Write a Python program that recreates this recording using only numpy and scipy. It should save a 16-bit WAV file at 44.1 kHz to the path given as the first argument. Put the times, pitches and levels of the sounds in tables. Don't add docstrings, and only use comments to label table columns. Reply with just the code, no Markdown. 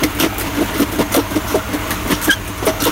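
import sys
import numpy as np
from scipy import signal
from scipy.fft import rfft, irfft
from scipy.io import wavfile
from scipy.ndimage import uniform_filter1d

SR = 44100
rng = np.random.default_rng(int(sys.argv[2]) if len(sys.argv) > 2 else 0)


def materialize(psi):
    bounded = np.clip(np.atleast_2d(psi).T, -1, 1)
    quanta = np.round(bounded * 32767).astype(np.int16)
    wavfile.write(sys.argv[1], SR, quanta)


N = 128331

# f/Hz, width/Hz, level/dB
FRAME_MODES = [(207.5, 51, -9), (296.4, 20.4, -0.5), (422, 52, -10), (637.3, 15, -5.5), (935, 104, -5),
               (1062, 96, -11), (1157, 30, -18), (1750, 280, -11.5), (2030, 240, -13), (2740, 480, -16),
               (3190, 870, -27)]


def amp(db):
    return 10 ** (np.asarray(db) / 20)


def evened(x):
    return x / np.sqrt(np.mean(x ** 2) + 1e-20)


def coloured(x, points):
    hz = np.fft.rfftfreq(len(x), 1 / SR)
    f, db = np.transpose(points)
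    gain = amp(np.interp(np.log(hz + 1), np.log(f), db))
    return irfft(rfft(x) * gain, len(x))


def band(x, lo_hz, hi_hz):
    return signal.sosfilt(signal.butter(3, [lo_hz, hi_hz], "band", fs=SR, output="sos"), x)


def ring(x, hz, width_hz):
    r = np.exp(-np.pi * width_hz / SR)
    turn = np.exp(2j * np.pi * np.cumsum(hz * np.ones(len(x))) / SR)
    smoothed = signal.lfilter([1], [1, -r], x / turn)
    return np.sqrt(2 * (1 - r * r)) * (turn * smoothed).real


def grains(per_s, spread_db):
    struck = rng.random(N) < per_s / SR
    size = amp(spread_db * np.minimum(rng.exponential(1, N), 5)) * struck
    envelope = np.sqrt(0.15 + uniform_filter1d(size ** 2, size=30))
    return evened(envelope * rng.standard_normal(N))


def drift(ms):
    width = int(ms * SR / 1000)
    return evened(uniform_filter1d(uniform_filter1d(rng.standard_normal(N), width), width))


def patchy(x, depth_db, bins, frames):
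    z = signal.stft(x, SR, nperseg=512)[2]
    noise = rng.standard_normal(z.shape[::-1]).T
    patch = evened(uniform_filter1d(uniform_filter1d(noise, bins, 0), frames, 1))
    y = signal.istft(z * amp(depth_db * patch), SR, nperseg=512)[1]
    return np.pad(y, (0, 512))[:N]


def blows():
    # t/s, level/dB, f/Hz (centre of the push),
    # brightness/dB (push on modes above 800 Hz), length/s
    jaw_blows = [(.022, -13.5, 300, -24, .012), (.032, -9, 302, -8, 0.012), (0.049, -13, 282, -24, 0.01),
                 (0.099, -23, 322, -1, 0.011), (0.157, -25, 286, -23, 0.024), (0.203, -11, 287, -9, 0.024),
                 (0.235, -7, 317, -2.5, 0.013), (0.246, -9, 310.4, -6, 0.021),
                 (0.384, -21.5, 326, -15, 0.04), (0.437, -21, 304.5, -3, 0.031),
                 (0.467, -18.5, 296, -1, 0.017), (0.571, -13.5, 306, -10, 0.024),
                 (0.611, -8, 298, -31, 0.015), (0.678, -20.5, 297, -1, .02), (0.75, -19, 317, -1, 0.021),
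                 (.799, -5, 301.2, -16, 0.029), (.824, -11.5, 288, -2, 0.013),
                 (0.878, -24.5, 293, 2, 0.019), (0.926, -16.5, 304.5, -20, 0.034),
                 (0.988, -5, 304, -24, 0.019), (.99, -8.5, 437.5, -15, 0.022), (1.005, -15, 272, 2, 0.022),
                 (1.118, -19.5, 300, 1, .028), (1.149, -5.5, 645, -17, 0.01),
                 (1.168, -2.5, 335, -29, 0.011), (1.175, -7.5, 433, -22, 0.025),
                 (1.307, -16.5, 296, -23, 0.02), (1.353, -16, 409.6, -20, 0.011),
                 (1.362, -7.5, 303, -15, 0.014), (1.444, -35, 655, -8, 0.027),
                 (1.502, -20, 292, -10, 0.026), (1.546, -1, 436.6, -34, 0.014),
                 (1.553, -18, 320, -3.5, 0.04), (1.692, -23, 275, -7, 0.032),
                 (1.732, -9.5, 300.7, -17, 0.017), (1.879, -24, 285, -14, 0.034),
                 (1.911, -20.5, 224.3, 3, 0.015), (2.059, -18, 300, -17, 0.034),
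                 (2.102, -11, 291, -5, 0.023), (2.119, -10, 199, 1, 0.014), (2.278, -7, 294.8, -11, 0.021),
                 (2.49, -17, 248, -18, 0.01), (2.626, -10.5, 284, -13, 0.021),
                 (2.67, -1, 464, -8.5, 0.0074), (2.676, -12, 300, -10, .01),
                 (2.692, -13.5, 327, 0.5, 0.0095), (2.814, -13, 321, -20, 0.014),
                 (2.855, -20, 328, -3, 0.027), (2.863, -7.5, 491, -8, 0.015),
                 (2.876, -11.5, 300, -6, 0.017)]
    push_db, push_oct = -6, 0.72
    rise_s, fall_s = 0.00477, 0.0074
    judder_db, waver_db, overtone = -4, 2.5, 0.36
    jitter, sag_per_s = 0.13, 4.9

    t, out = np.arange(N) / SR, np.zeros(N)
    shapes = np.zeros((len(jaw_blows), N))
    rate_waver, grip = drift(3.57), drift(3)
    start_turns = rng.random(len(jaw_blows))
    for shape, (s, level_db, rate_hz, _, length), start in zip(shapes, jaw_blows, start_turns):
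        i = slice(int((s - rise_s) * SR), int((s + length + .06) * SR))
        since = t[i] - s
        rise = np.clip(since / rise_s + 1, 0, 1)
        shape[i] = rise * np.exp(-np.maximum(since - length, 0) / fall_s)
        rate = rate_hz * (1 + jitter * rate_waver[i] - sag_per_s * (since - length / 2))
        phase = 2 * np.pi * (start + np.cumsum(rate) / SR)
        level = amp(level_db + judder_db + waver_db * grip[i])
        out[i] += level * shape[i] * (np.sin(phase) + overtone * np.sin(2 * phase))

    _, db, hz, bright_db, _ = np.transpose(jaw_blows)
    shake = rng.standard_normal(N)
    for f, width_hz, mode_db in FRAME_MODES:
        near = np.exp(-(np.log2(f / hz) / push_oct) ** 2) + (f > 800) * amp(bright_db)
        push = near * amp(db + push_db + mode_db)
        force = np.sqrt(push ** 2 @ shapes ** 2)
        out += ring(force * shake, f, width_hz)
    return out


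def cracks():
    # t/s, level/dB (11-17 kHz), then relative to it body/dB (1.3-5 kHz),
    # edge/dB (5-8 kHz), sheen/dB (8-11 kHz); t60/s, ring f/Hz, ring level/dB (relative)
    stone_cracks = [(0.0353, -6, -2, 2, -6.5, 0.095, 2090, -0.5),
                    (0.104, -26, -10, -8, -11, 0.099, 1660, 1),
                    (0.1491, -20, -16, -17, -16, 0.067, 1530, -18),
                    (0.1908, -15.5, -5, -5, -5, 0.23, 1490, -4), (0.2005, -6, -2, -2, -8, 0.15, 2820, -2.5),
                    (0.2244, -13, 4.5, -18, -9, 0.16, 2700, -5),
                    (0.3406, -21, -12, -15, -16, 0.064, 1490, -7),
                    (0.383, -11.5, -18, -7, -2.5, 0.096, 2120, -11),
                    (0.397, -15, -5, -3, 1, 0.15, 2270, -10),
                    (0.4107, -11.5, -5.5, -5, -14, 0.098, 1960, -5.5),
                    (0.5494, -23.5, 1.5, -6, -12, 0.15, 1690, 2),
                    (0.6094, -22, -8, -14, -13, 0.36, 1884, -3.5), (0.7414, -26, 5, 2, 1, 0.24, 1940, -5),
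                    (0.7794, -17.5, -5, -8, -12, 0.19, 1990, -7),
                    (0.8016, -11.5, -11, -13, -15, 0.15, 2000, -8), (0.819, -18, 4, -3, -9, 0.17, 3470, -7),
                    (0.9208, -18, -15, -16, -8, 0.32, 1580, -3.5),
                    (0.991, -18, -10, -12, -28, 0.2, 2700, -7), (1.0108, -24, 1, -7, -7, 0.13, 1730, -1),
                    (1.1222, -14, -10, -2, -20, 0.21, 6600, -5), (1.1424, -5, -2, -4, -6, 0.16, 1960, -11),
                    (1.1627, -10, -1, -11, -22, 0.071, 3050, -7),
                    (1.1896, -23.5, 11, 2, -7, 0.16, 1730, -7), (1.3094, -20, -6, -12, -12, 0.28, 3600, -9),
                    (1.3594, -22, -7, 4, 1, 0.17, 1800, -12),
                    (1.4835, -18, -4.5, -12, -5, 0.45, 5520, -9.5),
                    (1.5552, -14, -11, 1, 2, 0.083, 1470, -13), (1.736, -18.5, -4, -9, -13, 0.17, 1794, -1),
                    (1.8744, -25, -12, -6, 0, 0.15, 1590, -11), (1.9068, -13, -6, -2.5, -13, 0.15, 1730, 1),
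                    (1.9394, -27.5, 5, -17, -1, 0.19, 2090, -7),
                    (2.078, -22.5, -6, -19, -7.5, 0.36, 1820, -10),
                    (2.1077, -14, -17, -10, -18, 0.19, 1710, -7),
                    (2.1325, -24, 12, 11.5, -16, 0.22, 1600, -5), (2.2154, -19, -4, 1, -4, 0.17, 1970, 0),
                    (2.2256, -13.5, -8, 0, 1, 0.18, 1560, -9),
                    (2.243, -9, -4.5, -2.5, -1.5, 0.15, 6050, -8.5),
                    (2.276, -18, -8, -5, -6, 0.1, 1640, -7), (2.3049, -5, -1, 5, 1, 0.13, 1580, -2.5),
                    (2.3294, -31, -3, 4, -6, 0.12, 3280, -7), (2.449, -21, -15, -12, -15, 0.12, 1551, -14),
                    (2.4767, -19.5, -13, -1, 2, 0.18, 2510, -8),
                    (2.5795, -20.5, -2, -5, -24, 0.099, 2640, -23),
                    (2.6529, -14, -11, -16, -10, 0.15, 1570, -9),
                    (2.6625, -7.5, -19, -19, -22, 0.09, 1820, -21),
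                    (2.681, -18, 7.5, -2, -9, 0.15, 1590, -9), (2.804, -17.5, 4, 8.5, -1, 0.2, 4240, 0.5),
                    (2.8192, -14.5, 0, -14, -15, 0.24, 1610, -6), (2.8396, -14.5, 2, 8, 5, 0.12, 3140, 2.5),
                    (2.851, -7, -5, -11, -15, 0.091, 3680, -5), (2.8686, -17, 6, 6.5, -13, 0.17, 1550, -7)]
    # f/Hz, level/dB (per Hz)
    grit_spectrum = [(710, -26), (1200, -10), (1310, 15), (2040, -25), (2790, 2), (3590, 2), (4750, -7.5),
                     (5970, 15), (7660, -10), (9210, 2.5), (10500, -12.5), (12300, -14), (16000, -19.5)]
    crack_db, ring_width_hz = -7.5, 330
    upper_ratio, upper_db = 2.05, -7.5
    snap_s, swell_per_s = .0006, .12

    grit = coloured(grains(per_s=2500, spread_db=3.5), grit_spectrum)
    grit = patchy(grit, 3., bins=4, frames=9)
    t = np.arange(int(.3 * SR)) / SR
    power, out = np.zeros((4, N + SR)), np.zeros(N + SR)
    for s, db, body_db, edge_db, sheen_db, t60, hz, ring_db in stone_cracks:
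        rise = snap_s + swell_per_s * t60 ** 2
        fall_db = 60 * np.maximum(t - rise, 0) / t60
        shape = np.minimum(t / rise, 1) ** 2 * amp(db + crack_db - fall_db)
        first = round((s - rise) * SR)
        i = slice(first, first + len(t))
        power[:, i] += (amp([[body_db], [edge_db], [sheen_db], [0]]) * shape) ** 2
        hit = shape * rng.standard_normal(len(t))
        lower = ring(hit, hz, ring_width_hz)
        upper = ring(hit, upper_ratio * hz, ring_width_hz)
        out[i] += amp(ring_db) * (lower + amp(upper_db) * upper)

    out = out[:N]
    bands_hz = [(1300, 5000), (5000, 8000), (8000, 11000), (11000, 17000)]
    for p, (lo_hz, hi_hz) in zip(power, bands_hz):
        out = out + np.sqrt(p[:N]) * evened(band(grit, lo_hz, hi_hz))
    return out


def squeal():
    # t/s, f/Hz, level/dB, octave level/dB
    glide = [(2.287, 1636, -33, -57), (2.295, 1654, -5, -37), (2.302, 1634, -1, -11),
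             (2.314, 1543, 1.5, -4), (2.322, 1555, -4.5, -13), (2.33, 1643, -11, -6.5),
             (2.339, 1665, -15, -12), (2.352, 1540, -33, -31), (2.367, 1530, -50, -27),
             (2.39, 1520, -50, -39)]
    width_hz, rough, upper_db = 71, .33, -17

    t, out = np.arange(N) / SR, np.zeros(N)
    s, hz, db, octave_db = np.transpose(glide)
    f = np.interp(t, s, hz)
    for k, level_db in ((1, db), (2, octave_db), (3, octave_db + upper_db), (4, octave_db + upper_db)):
        clean = np.sqrt(2) * np.sin(2 * np.pi * k * np.cumsum(f) / SR)
        fuzz = ring(rng.standard_normal(N), k * f, k * width_hz)
        level = amp(np.interp(t, s, level_db, -99, -99))
        out += level * ((1 - rough) * clean + rough * fuzz)
    return out


def engine():
    # multiple of the cycle rate, level/dB (rms)
    orders = [(3, -65), (4, -48), (5, -37), (6, -49), (7, -38), (8, -40), (9, -39), (10, -52), (11, -37),
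              (12, -34), (13, -43), (14, -50), (15, -52), (22, -47), (23, -46), (24, -42)]
    cycle_hz, fire_s = 8.6535, .0961
    lead_turns, smear_turns, wobble_db = .438, .09, .8

    turns = (np.arange(N) / SR - fire_s) * cycle_hz
    out = np.zeros(N)
    for k, db in orders:
        level = np.sqrt(2) * amp(db + wobble_db * drift(190))
        out += level * np.cos(2 * np.pi * (k * turns + smear_turns * k * k + lead_turns))
    return out


def clatter():
    # f/Hz, level/dB (per Hz)
    clatter_spectrum = [(25, -45), (45, -1), (110, -17), (157, -9.5), (295, -7.5), (500, -13.5), (760, -11),
                        (1040, -11.5), (1460, -9.5), (1760, -15.5), (2540, -16), (3500, -23), (4910, -36.5),
                        (6550, -21.5), (7870, -31.5), (10500, -28), (11500, -26), (13500, -27),
                        (16000, -24)]
    clatter_db, hum_db, hum_tilt_db = -25, -32, 0.72

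    ticks = coloured(grains(per_s=2300, spread_db=2.5), clatter_spectrum)
    broad = patchy(ticks, 1.2, bins=8, frames=8)
    wash = evened(patchy(broad, 3.5, bins=1, frames=24))
    shake, hum = rng.standard_normal(N), np.zeros(N)
    for f, width_hz, db in FRAME_MODES:
        hum += amp(db + hum_tilt_db * np.log2(f / 300)) * ring(shake, f, width_hz)
    return amp(clatter_db) * wash + amp(hum_db) * hum


def scene():
    return (blows() + cracks() + squeal() + engine() + clatter())[None]


def record(dry):
    split_hz, edge_hz = 140, 15800
    limit_db, squeeze, recover_db_per_s, ceiling = -10, 0.61, 16, 0.75

    bass = signal.sosfiltfilt(signal.butter(4, split_hz, fs=SR, output="sos"), dry)
    power_db = 10 * np.log10(abs(uniform_filter1d(dry[0] ** 2, 300)) + 1e-12)
    fall_db = np.arange(N) * recover_db_per_s / SR
    held_db = np.maximum.accumulate(power_db + fall_db) - fall_db
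    over_db = np.maximum(held_db - limit_db, 0)
    limited = bass + (dry - bass) / amp(squeeze * uniform_filter1d(over_db, 150))
    rounded = ceiling * np.tanh(limited / ceiling)
    low_pass = signal.firwin(511, edge_hz, window=("kaiser", 9), fs=SR)
    return signal.oaconvolve(rounded, low_pass[None], "same")


dry = scene()
out = record(dry)
materialize(out)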